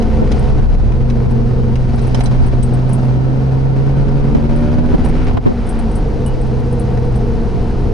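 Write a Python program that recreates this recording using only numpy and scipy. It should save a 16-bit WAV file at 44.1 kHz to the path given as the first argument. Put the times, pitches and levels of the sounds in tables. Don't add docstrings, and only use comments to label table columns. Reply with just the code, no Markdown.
import sys
import numpy as np
from scipy import signal
from scipy.fft import rfft, irfft, next_fast_len
from scipy.io import wavfile
from scipy.ndimage import uniform_filter1d, minimum_filter1d, map_coordinates

SR = 44100
rng = np.random.default_rng(int(sys.argv[2]) if len(sys.argv) > 2 else 0)


def generate_wav(signal):
    frames = np.transpose(np.atleast_2d(signal))
    scaled = np.clip(frames, -1, 1) * 32767
    pcm = np.round(scaled).astype(np.int16)
    wavfile.write(sys.argv[1], SR, pcm)


N = 349713


def amp(db):
    return 10 ** (np.asarray(db) / 20)


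def unit(x):
    return x / np.sqrt(np.mean(x ** 2) + 1e-20)


def along(points, hz):
    point_hz, value = np.transpose(points)
    return np.interp(np.log(hz + 1), np.log(point_hz + 1), value)


def curves(rows):
    time_s, *columns = np.transpose(rows)
    return [np.interp(np.arange(N) / SR, time_s, column) for column in columns]


def wobble(knots_per_s):
    knots = rng.standard_normal(int(N * knots_per_s / SR) + 4)
    return map_coordinates(knots, [np.arange(N) * knots_per_s / SR])


def filtered(x, response):
    n = x.shape[-1]
    padded = next_fast_len(n + 8192)
    hz = np.fft.rfftfreq(padded, 1 / SR)
    return irfft(rfft(x, padded) * response(hz), padded)[..., :n]


def coloured(x, spectrum):
    return unit(filtered(x, lambda hz: amp(along(spectrum, hz))))


def noise(spectrum):
    return coloured(rng.standard_normal(N), spectrum)


# freq_hz, side_minus_mid_db
STEREO_WIDTH = [(130, -15), (200, -11.5), (300, -13.5), (450, -11), (670, -10), (1000, -7), (1500, -6),
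                (2240, -5.5), (3340, -9.5), (5000, -11.5), (7500, -14), (11200, -16)]


def diffuse(spectrum, ripple_db=1.32, ripple_hz=45):
    def ripple(hz):
        knots = rng.standard_normal(2048)
        depth_db = ripple_db * np.minimum(hz / 1000, 1)
        return depth_db * map_coordinates(knots, [hz / ripple_hz], mode="mirror")

    def colour(hz):
        mid_db = along(spectrum, hz) + ripple(hz)
        side_db = along(spectrum, hz) + along(STEREO_WIDTH, hz) + ripple(hz)
        return amp([mid_db, side_db])

    mid, side = filtered(rng.standard_normal((2, N)), colour)
    return np.array([mid + side, mid - side]) / np.std(mid)


def panned(left_minus_right_db):
    return amp([[left_minus_right_db / 2], [-left_minus_right_db / 2]])


def add(track, start_s, sound):
    start = max(round(start_s * SR), 0)
    track[..., start:start + sound.shape[-1]] += sound[..., :N - start]


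def partial(phase, rough, flutter_rate, spread):
    shared = 1 + rough * (wobble(flutter_rate) + 1j * wobble(flutter_rate))
    apart = spread * (wobble(3.044) + 1j * wobble(3.3))
    return unit((np.array([shared + apart, shared - apart]) * np.exp(1j * phase)).real)


def resonance(hz, centre_hz, width_hz):
    return 1j * hz * width_hz / (centre_hz ** 2 - hz ** 2 + 1j * hz * width_hz)


def body(modes):
    return lambda hz: sum(amp(db) * np.abs(resonance(hz, centre_hz, width_hz)) ** 2
                          for centre_hz, width_hz, db in modes)


def by_throttle(table, hz, throttle):
    row_hz, power_db, overrun_db = np.transpose(table)
    power = throttle * amp(np.interp(hz, row_hz, power_db))
    overrun = (1 - throttle) * amp(np.interp(hz, row_hz, overrun_db))
    return power, overrun


# time_s, firing_hz
ENGINE_SPEED = [(0, 140.4), (.2, 135.5), (.55, 129.4), (1.0, 128.6), (1.25, 125.5), (2.0, 125.4),
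                (2.3, 127.5), (2.7, 127.3), (3.1, 129.6), (3.5, 132.4), (4.0, 137.7), (4.5, 143.1),
                (4.9, 151.6), (5.2, 154.2), (5.6, 146.3), (6.15, 133.9), (6.5, 128.6), (7.4, 123.4)]


def engine_speed():
    return curves(ENGINE_SPEED)[0] * (1 + .0015 * wobble(12))


# time_s, throttle (0-1)
PEDAL = [(.6, 0.15), (.85, 0.4), (1.02, 0.77), (2.5, 0.82), (2.66, 0.69), (2.78, 0.91), (4.85, 0.98),
         (5.25, 0.64), (5.4, 0.03), (7.25, 0), (7.45, 0.45), (7.65, 0.8)]


def pedal():
    return curves(PEDAL)[0]


# firing_hz, power_db, overrun_db
CABIN_BOOM = [(123.2, -18, -21), (126, -16, -17), (130.1, -14.5, -20.5), (136.3, -16, -23),
              (143.3, -22.5, -36.5), (156.1, -30, -49)]


def firing_boom(turn, firing_hz, throttle):
    push, suck = by_throttle(CABIN_BOOM, firing_hz, throttle)
    return (push - suck) * partial(turn, rough=0.069, flutter_rate=30, spread=.05) * panned(-0.97)


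# firing_hz, power_db, overrun_db
UNEVEN_FIRING = [(119.2, -33, -21.5), (131, -44.5, -25), (143.5, -46, -38.5)]


def lope(turn, firing_hz, throttle):
    gain = sum(by_throttle(UNEVEN_FIRING, firing_hz, throttle))
    return gain * partial(turn / 2, rough=.3, flutter_rate=10, spread=.15)


# firing_multiple, level_db
EXHAUST_ORDERS = [(.5, 4.5), (1.5, -9), (2, 5.5), (2.5, 1.5), (3, 3.5), (3.5, 3.5), (4, 2), (4.5, -3),
                  (5, -12.5), (5.5, -6), (6, -16.5), (6.5, -6.5), (7, -8.5), (7.5, -16.5), (8.5, -10.5),
                  (10, -8.5), (11, -12.5)]
# freq_hz, gain_db
CABIN_RESPONSE = [(250, 4), (295, 4), (325, -11), (360, 4.5), (385, 0.5), (420, 2.5), (440, -7.5),
                  (465, 1.5), (495, -3.5), (518, -1.5), (535, -4), (562, -1), (582, 4.5), (602, 0),
                  (620, -11.5), (650, -8), (730, 2), (800, -9), (890, -2.5), (1100, -6)]


def exhaust_overtones(turn, throttle, open_db=-25.5, shut_db=-38.5, load_power=2.2):
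    orders = sum(amp(db) * partial(multiple * turn, rough=0.21, flutter_rate=22, spread=0.26)
                 for multiple, db in EXHAUST_ORDERS)
    level_db = shut_db + throttle ** load_power * (open_db - shut_db)
    return amp(level_db) * coloured(orders, CABIN_RESPONSE)


# whine_hz, power_db, overrun_db
GEAR_WHINE = [(199, -33.5, -28.5), (208.3, -44.5, -33), (223.2, -31.5, -26.5), (230.3, -22, -22),
              (239.3, -21, -25), (248, -27.5, -31)]


def gear_whine(turn, firing_hz, throttle, firing_multiple=1.62):
    gain = sum(by_throttle(GEAR_WHINE, firing_multiple * firing_hz, throttle))
    return gain * partial(firing_multiple * turn, rough=0.25, flutter_rate=28, spread=0.14)


def pulley_whine(turn, firing_multiple=1.845, level_db=-33):
    line = partial(firing_multiple * turn, rough=0.62, flutter_rate=10, spread=0.23)
    return amp(level_db) * unit(filtered(line, lambda hz: resonance(hz, 230.95, 8.5)))


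# time_s, level_db
RASP_LEVEL = [(0, -53), (.55, -56.5), (2.7, -61), (4.1, -52), (4.6, -47.5), (5.0, -49), (5.28, -42.5),
              (5.34, -50), (5.8, -42.5), (6.3, -71)]
# freq_hz, density_db
RASP_COLOUR = [(500, -29.5), (1000, -5), (1350, 2.5), (1650, -4.5), (2100, -3.5), (3000, -9), (4500, -16.5),
               (8000, -44)]


def exhaust_rasp(turn):
    bursts = 1 + 0.26 * np.cos(turn) + 0.23 * np.cos(turn / 2)
    return amp(curves(RASP_LEVEL)[0]) * bursts * diffuse(RASP_COLOUR)


def damped(shake, window_s=.045, damping=.6):
    power = np.abs(uniform_filter1d(np.mean(shake ** 2, axis=0), int(window_s * SR)))
    pressed = shake / (power + 1e-9) ** (damping / 2)
    even = filtered(pressed, lambda hz: 1 / (1 + (hz / 220) ** 8))
    return even / np.std(even.mean(axis=0))


# time_s, level_db
SHAKE_LEVEL = [(.42, -20.5), (.56, -15.5), (.9, -15.5), (1.05, -18.5), (1.45, -21.5), (2.25, -20.5),
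               (2.45, -14), (2.62, -18.5), (2.75, -22), (3.5, -23.5), (4.0, -20), (4.7, -19.5), (5.3, -17),
               (6.0, -16.5), (6.7, -18.5), (7.93, -15.5)]
# freq_hz, density_db
RUMBLE_COLOUR = [(10, -14), (20, -3), (28, -1.5), (38, 0.5), (50, -6), (62, -7), (78, -9.5), (100, -11),
                 (125, -14.5), (170, -32.5), (300, -83)]
# freq_hz, density_db
SWAY_COLOUR = [(15, -17), (30, -12), (50, 5), (65, 14), (80, 4), (95, 6.5), (125, -3.5), (170, -19),
               (300, -76.5)]


def body_rumble():
    sway = amp(-7) * noise(SWAY_COLOUR) * [[1], [-1]]
    level_db = curves(SHAKE_LEVEL)[0] + .6 * wobble(6.6)
    return amp(level_db) * damped(noise(RUMBLE_COLOUR) + sway)


# time_s, level_db
ROAD_LEVEL = [(0, -28.5), (.5, -27.5), (.62, -29), (1.0, -29), (1.85, -30.5), (2.05, -27), (2.45, -23.5),
              (2.66, -31), (2.85, -25.5), (3.5, -26.5), (4.6, -27), (5.3, -26), (5.55, -24), (5.83, -22.5),
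              (6.3, -23.5), (7.93, -22.5)]
# freq_hz, density_db
TYRE_COLOUR = [(70, -31.5), (130, -1), (175, 2), (205, -0.5), (232, 5), (266, -5), (305, -1.5), (350, -7.5),
               (420, -9.5), (520, -12), (610, -14), (680, -13.5), (755, -11), (810, -16), (890, -13.5),
               (1050, -20.5), (1500, -26.5), (2200, -36.5), (4000, -45), (9000, -67.5)]


def tyre_roar():
    level_db = curves(ROAD_LEVEL)[0] + 0.44 * wobble(25)
    return amp(level_db) * diffuse(TYRE_COLOUR) * panned(0.88)


# time_s, level_db
DRONE_LEVELS = [(0, -29), (.48, -35.5), (.72, -41), (.95, -38.5), (1.15, -38), (1.68, -34), (1.84, -53),
                (2.02, -35.5), (2.45, -46), (3.6, -36.5), (4.35, -35), (4.62, -49), (5.0, -36),
                (5.5, -32.5), (6.2, -26.5), (6.6, -30), (7.35, -28.5), (7.77, -33), (7.93, -23.5)]
# freq_hz, density_db
DRONE_COLOUR = [(200, -57.5), (360, -6.5), (410, 2), (480, 2), (510, -5), (560, -17.5), (900, -63.5)]
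# firing_multiple, level_db
DRONE_SHAFTS = [(3.35, -5), (3.72, -0.5), (3.88, 0)]


def drivetrain_drone(turn):
    shafts = sum(amp(db) * partial(multiple * turn, rough=0.53, flutter_rate=15, spread=0.62)
                 for multiple, db in DRONE_SHAFTS)
    blend = coloured(shafts, DRONE_COLOUR) + 0.68 * diffuse(DRONE_COLOUR)
    return amp(curves(DRONE_LEVELS)[0]) * blend * panned(1.1)


# freq_hz, density_db
AIR_COLOUR = [(600, -14), (1400, 8.5), (2200, 3.5), (2900, 2), (3400, -1.5), (4200, 0), (5400, -3),
              (6300, -8), (7500, -14.5), (9500, -14.5), (11200, -18.5)]


def rushing_air(turn, below_tyres_db=21, swell_s=2.02, swell_width_s=0.34, swell_db=3):
    swell = np.exp(-((np.arange(N) / SR - swell_s) / swell_width_s) ** 2)
    level_db = curves(ROAD_LEVEL)[0] - below_tyres_db + swell_db * swell + 0.56 * wobble(40)
    pulsing = 1 + 0.058 * np.cos(turn) + 0.061 * np.cos(turn / 2)
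    return amp(level_db) * pulsing * diffuse(AIR_COLOUR) * panned(0.99)


# start_s, level_db, knock_db, centre_hz,
# left_minus_right_db, note_hz, note_db
TRIM_KNOCKS = [(0.0223, -29, -1, 3142, 1, 3000, -13), (0.317, -22.5, -5, 3160, 2.5, 3020, -14),
               (0.919, -31, 6, 2534, 0, 2500, -8), (1.0994, -25, -3, 2800, 0.5, 2260, -10),
               (1.7554, -24, -1, 2800, 1, 2740, -7), (1.9917, -31, -9, 3600, 1.5, 4000, -10),
               (2.1452, -16.5, 2, 3200, -3, 3060, -7), (2.206, -19, 6.5, 2900, -2, 700, 6),
               (2.2585, -22.5, -6, 4200, -3, 3990, -3), (2.443, -34, -4, 3000, 0, 2260, -4),
               (2.625, -30.5, -1, 3497, 0, 3030, -9), (4.348, -22.5, 3, 2880, 0, 2240, -12),
               (6.9727, -34, 10, 2393, 0, 698.6, 10)]
# centre_hz, width_hz, level_db
PANEL_MODES = [(710, 150, 6.5), (1130, 670, -2), (2100, 870, -2.5), (3220, 470, -6.5), (4050, 190, -0.5),
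               (5000, 400, -0.5), (5820, 580, -0.5), (6400, 480, -3.5), (9200, 3500, -3.5)]


def trim_knocks(octaves=0.68, t60_s=.042, note_t60_s=.07, attack_s=.0006, bounce_s=.005):
    out, t = np.zeros((2, N)), np.arange(SR // 8) / SR

    def strike(t, t60_s):
        return amp(-60 * t / t60_s) * (1 - np.exp(-t / attack_s))

    fade = strike(t, t60_s) + 0.23 * strike(np.maximum(t - bounce_s, 0), t60_s)
    for start_s, db, knock_db, centre_hz, pan_db, note_hz, note_db in TRIM_KNOCKS:
        blow = rng.standard_normal(len(t)) + 0.64 * rng.standard_normal((2, len(t)))
        burst = filtered(blow, body(PANEL_MODES))
        clack = unit(filtered(burst, lambda hz: 1 / (1 + (np.log2((hz + 1) / centre_hz) / octaves) ** 2)))
        knock = unit(filtered(burst, lambda hz: 1 / (1 + (hz / 1100) ** 3)))
        note = amp(db + note_db) * strike(t, note_t60_s) * np.sin(2 * np.pi * note_hz * t)
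        hit = fade * (amp(db - 3) * clack + amp(db + knock_db - 1.5) * knock)
        add(out, start_s, panned(pan_db) * (hit + note))
    return out


# start_s, length_s, level_db
DRAUGHT_PUFFS = [(0.217, 0.017, -7.5), (4.347, 0.015, 1), (4.352, 0.064, -8), (4.934, 0.031, -1),
                 (5.343, 0.062, -14), (5.456, 0.044, 6), (5.492, 0.038, 1)]
# freq_hz, density_db
BUFFET_COLOUR = [(30, -4), (100, -2.5), (200, -1), (450, -9), (700, -17.5), (1200, -30), (2200, -41),
                 (3500, -53), (8000, -78)]


def draughts():
    push = np.zeros(N)
    for start_s, length_s, db in DRAUGHT_PUFFS:
        add(push, start_s, amp(db) * signal.windows.tukey(max(int(length_s * SR), 2), .5))
    return amp(0.5) * push * noise(BUFFET_COLOUR) * [[1], [-1]]


# start_s, level_db, ring_share (of the free t60)
RING_TAPS = [(0.391, -38.5, 0.69), (1.3064, -46, .9), (1.9571, -36, .6), (2.015, -36, 1),
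             (2.0688, -33.5, .9), (2.1989, -33, 1.3), (2.236, -27.5, 1), (2.42, -38, .9),
             (2.4615, -37, 1.58), (2.6282, -22, .8), (2.736, -34.5, .9), (2.8913, -41, .9),
             (2.93, -21.5, 0.91), (3.01, -43, 1), (3.047, -44, 0.84), (4.5574, -36.5, 0.91),
             (4.605, -46, 0.71), (5.0469, -34, 0.99), (5.0855, -36, 0.72), (5.2445, -38, .5),
             (5.6665, -38, 0.63), (5.69, -32, 1.1), (5.7894, -34, 0.53), (5.9148, -34, 0.32),
             (5.953, -34, 1.2), (6.261, -26.5, 0.77), (6.4128, -39, 0.44), (6.7263, -37, .35),
             (6.794, -34, .9), (7.155, -42.5, 1.1)]
# start_s, end_s
TREMBLE_SPELLS = [(1.8, 3.1), (4.55, 5.25), (5.6, 7.2)]


def ring_contacts(light_share=0.52, count=2, flight_s=0.022, loss_db=15,
                  gap_s=0.09, faint_db=-50, scatter_db=1):
    contacts = list(RING_TAPS)
    for start_s, db, _ in RING_TAPS:
        for k in range(count):
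            later_s = start_s + flight_s * (k + rng.uniform(0.34, 1))
            contacts.append((later_s, db - loss_db * (k + 1), light_share))
    for spell_start_s, spell_end_s in TREMBLE_SPELLS:
        for slot_s in np.arange(spell_start_s, spell_end_s, gap_s):
            touch_s = slot_s + gap_s * rng.uniform(-1, 1)
            contacts.append((touch_s, faint_db + scatter_db * rng.standard_normal(), light_share))
    return contacts


# freq_hz, level_db, t60_s (free)
RING_MODES = [(8040, -12, 0.09), (8210, -10, 0.12), (8460, -2.5, 0.068), (10406, -2, 0.096)]


def ring_jingle(tick_db=-6, tick_t60_s=0.039, scatter_db=3, scatter_hz=16, attack_s=.001):
    out, t = np.zeros((2, N)), np.arange(SR // 4) / SR
    mode_hz, mode_db, t60_s = np.transpose(RING_MODES)[:, :, None]
    attack = 1 - np.exp(-t / attack_s)
    for start_s, db, share in ring_contacts():
        start_db = mode_db + scatter_db * rng.standard_normal(mode_hz.shape)
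        strength = amp(start_db - 60 * t / (share * t60_s))
        phase = 2 * np.pi * rng.random(mode_hz.shape) + 0.23 * rng.standard_normal((2, len(RING_MODES), 1))
        pitch_hz = mode_hz + scatter_hz * rng.standard_normal(mode_hz.shape)
        ring = (strength * np.sin(2 * np.pi * pitch_hz * t + phase)).sum(axis=1)
        tick = amp(tick_db - 60 * t / (share * tick_t60_s)) * rng.standard_normal(len(t))
        add(out, start_s, amp(db - 2.0) * attack * (ring + tick))
    return out * panned(1.4)


# start_s, level_db, t60_s
DRIVETRAIN_CLUNKS = [(5.309, -14.5, 0.05), (5.345, -19, 0.04), (5.3694, -10.5, 0.042), (5.469, -14, 0.031)]
# centre_hz, width_hz, level_db
MOUNT_MODES = [(340, 220, 10), (700, 260, 3), (1027, 220, -1.5), (1590, 670, -14), (3000, 1600, -20)]
# time_s, level_db
SHUDDER_LEVEL = [(5.0, -60), (5.15, -31), (5.27, -20), (5.34, -10), (5.375, -18), (5.44, -34),
                 (5.465, -18.5), (5.5, -28), (5.55, -58)]


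def lift_off(attack_s=0.0022, shudder_hz=105, shudder_width_hz=35):
    out, t = np.zeros((2, N)), np.arange(SR // 8) / SR
    attack = 1 - np.exp(-t / attack_s)
    for start_s, db, t60_s in DRIVETRAIN_CLUNKS:
        blow = rng.standard_normal(len(t)) + 0.74 * rng.standard_normal((2, len(t)))
        clunk = unit(filtered(blow, body(MOUNT_MODES)))
        add(out, start_s, amp(db + 2 - 60 * t / t60_s) * attack * clunk)
    shudder = unit(filtered(rng.standard_normal(N), body([(shudder_hz, shudder_width_hz, 0)])))
    return out + amp(curves(SHUDDER_LEVEL)[0]) * shudder


# time_s, pitch_hz, level_db
HUM_CLIMB = [(5.6, 289, -61), (5.9, 291, -37), (6.5, 309.6, -37), (7.0, 320.3, -44), (7.4, 329, -37),
             (7.93, 338.8, -35)]


def climbing_hum():
    pitch_hz, level_db = curves(HUM_CLIMB)
    phase = 2 * np.pi * np.cumsum(pitch_hz) / SR
    note, octave = [partial(k * phase, rough=0.17, flutter_rate=15, spread=0.2) for k in (1, 2)]
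    return amp(level_db) * (note + amp(-9) * octave)


def ring_ping(start_s=6.262, pitch_hz=2934, level_db=-37, t60_s=.3):
    out, t = np.zeros(N), np.arange(SR // 3) / SR
    add(out, start_s, amp(level_db - 60 * t / t60_s) * np.sin(2 * np.pi * pitch_hz * t))
    return out


# time_s, gain_db
DRIVING_LEVEL = [(5.31, 8), (5.38, -3), (5.395, -11), (5.43, -1), (5.47, 0)]


def scene():
    firing_hz = engine_speed()
    throttle = pedal()
    turn = 2 * np.pi * np.cumsum(firing_hz) / SR
    engine = firing_boom(turn, firing_hz, throttle) + lope(turn, firing_hz, throttle)
    engine = engine + exhaust_overtones(turn, throttle) + exhaust_rasp(turn)
    engine = engine + gear_whine(turn, firing_hz, throttle) + pulley_whine(turn)
    road = body_rumble() + tyre_roar() + drivetrain_drone(turn) + rushing_air(turn)
    driving = amp(curves(DRIVING_LEVEL)[0]) * (engine + road)
    knocks = trim_knocks() + draughts() + ring_jingle() + ring_ping()
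    return driving + knocks + lift_off() + climbing_hum()


def limited(x, ceiling, hold_s):
    hold = max(int(hold_s * SR), 200)
    needed = np.minimum(1, ceiling / (np.abs(x) + 1e-9))
    held = minimum_filter1d(needed, hold, origin=hold // 2 - 100)
    return x * uniform_filter1d(held, size=200)


def record(dry, top_hz=11250):
    mid = limited((dry[0] + dry[1]) / 2, ceiling=.57, hold_s=.025)
    side = limited((dry[0] - dry[1]) / 2, ceiling=1.0, hold_s=.06)
    clipped = np.clip([mid + side, mid - side], -1, 1)
    return filtered(clipped, lambda hz: 1 / np.sqrt(1 + (hz / top_hz) ** 160))


dry = scene()
out = record(dry)
generate_wav(out)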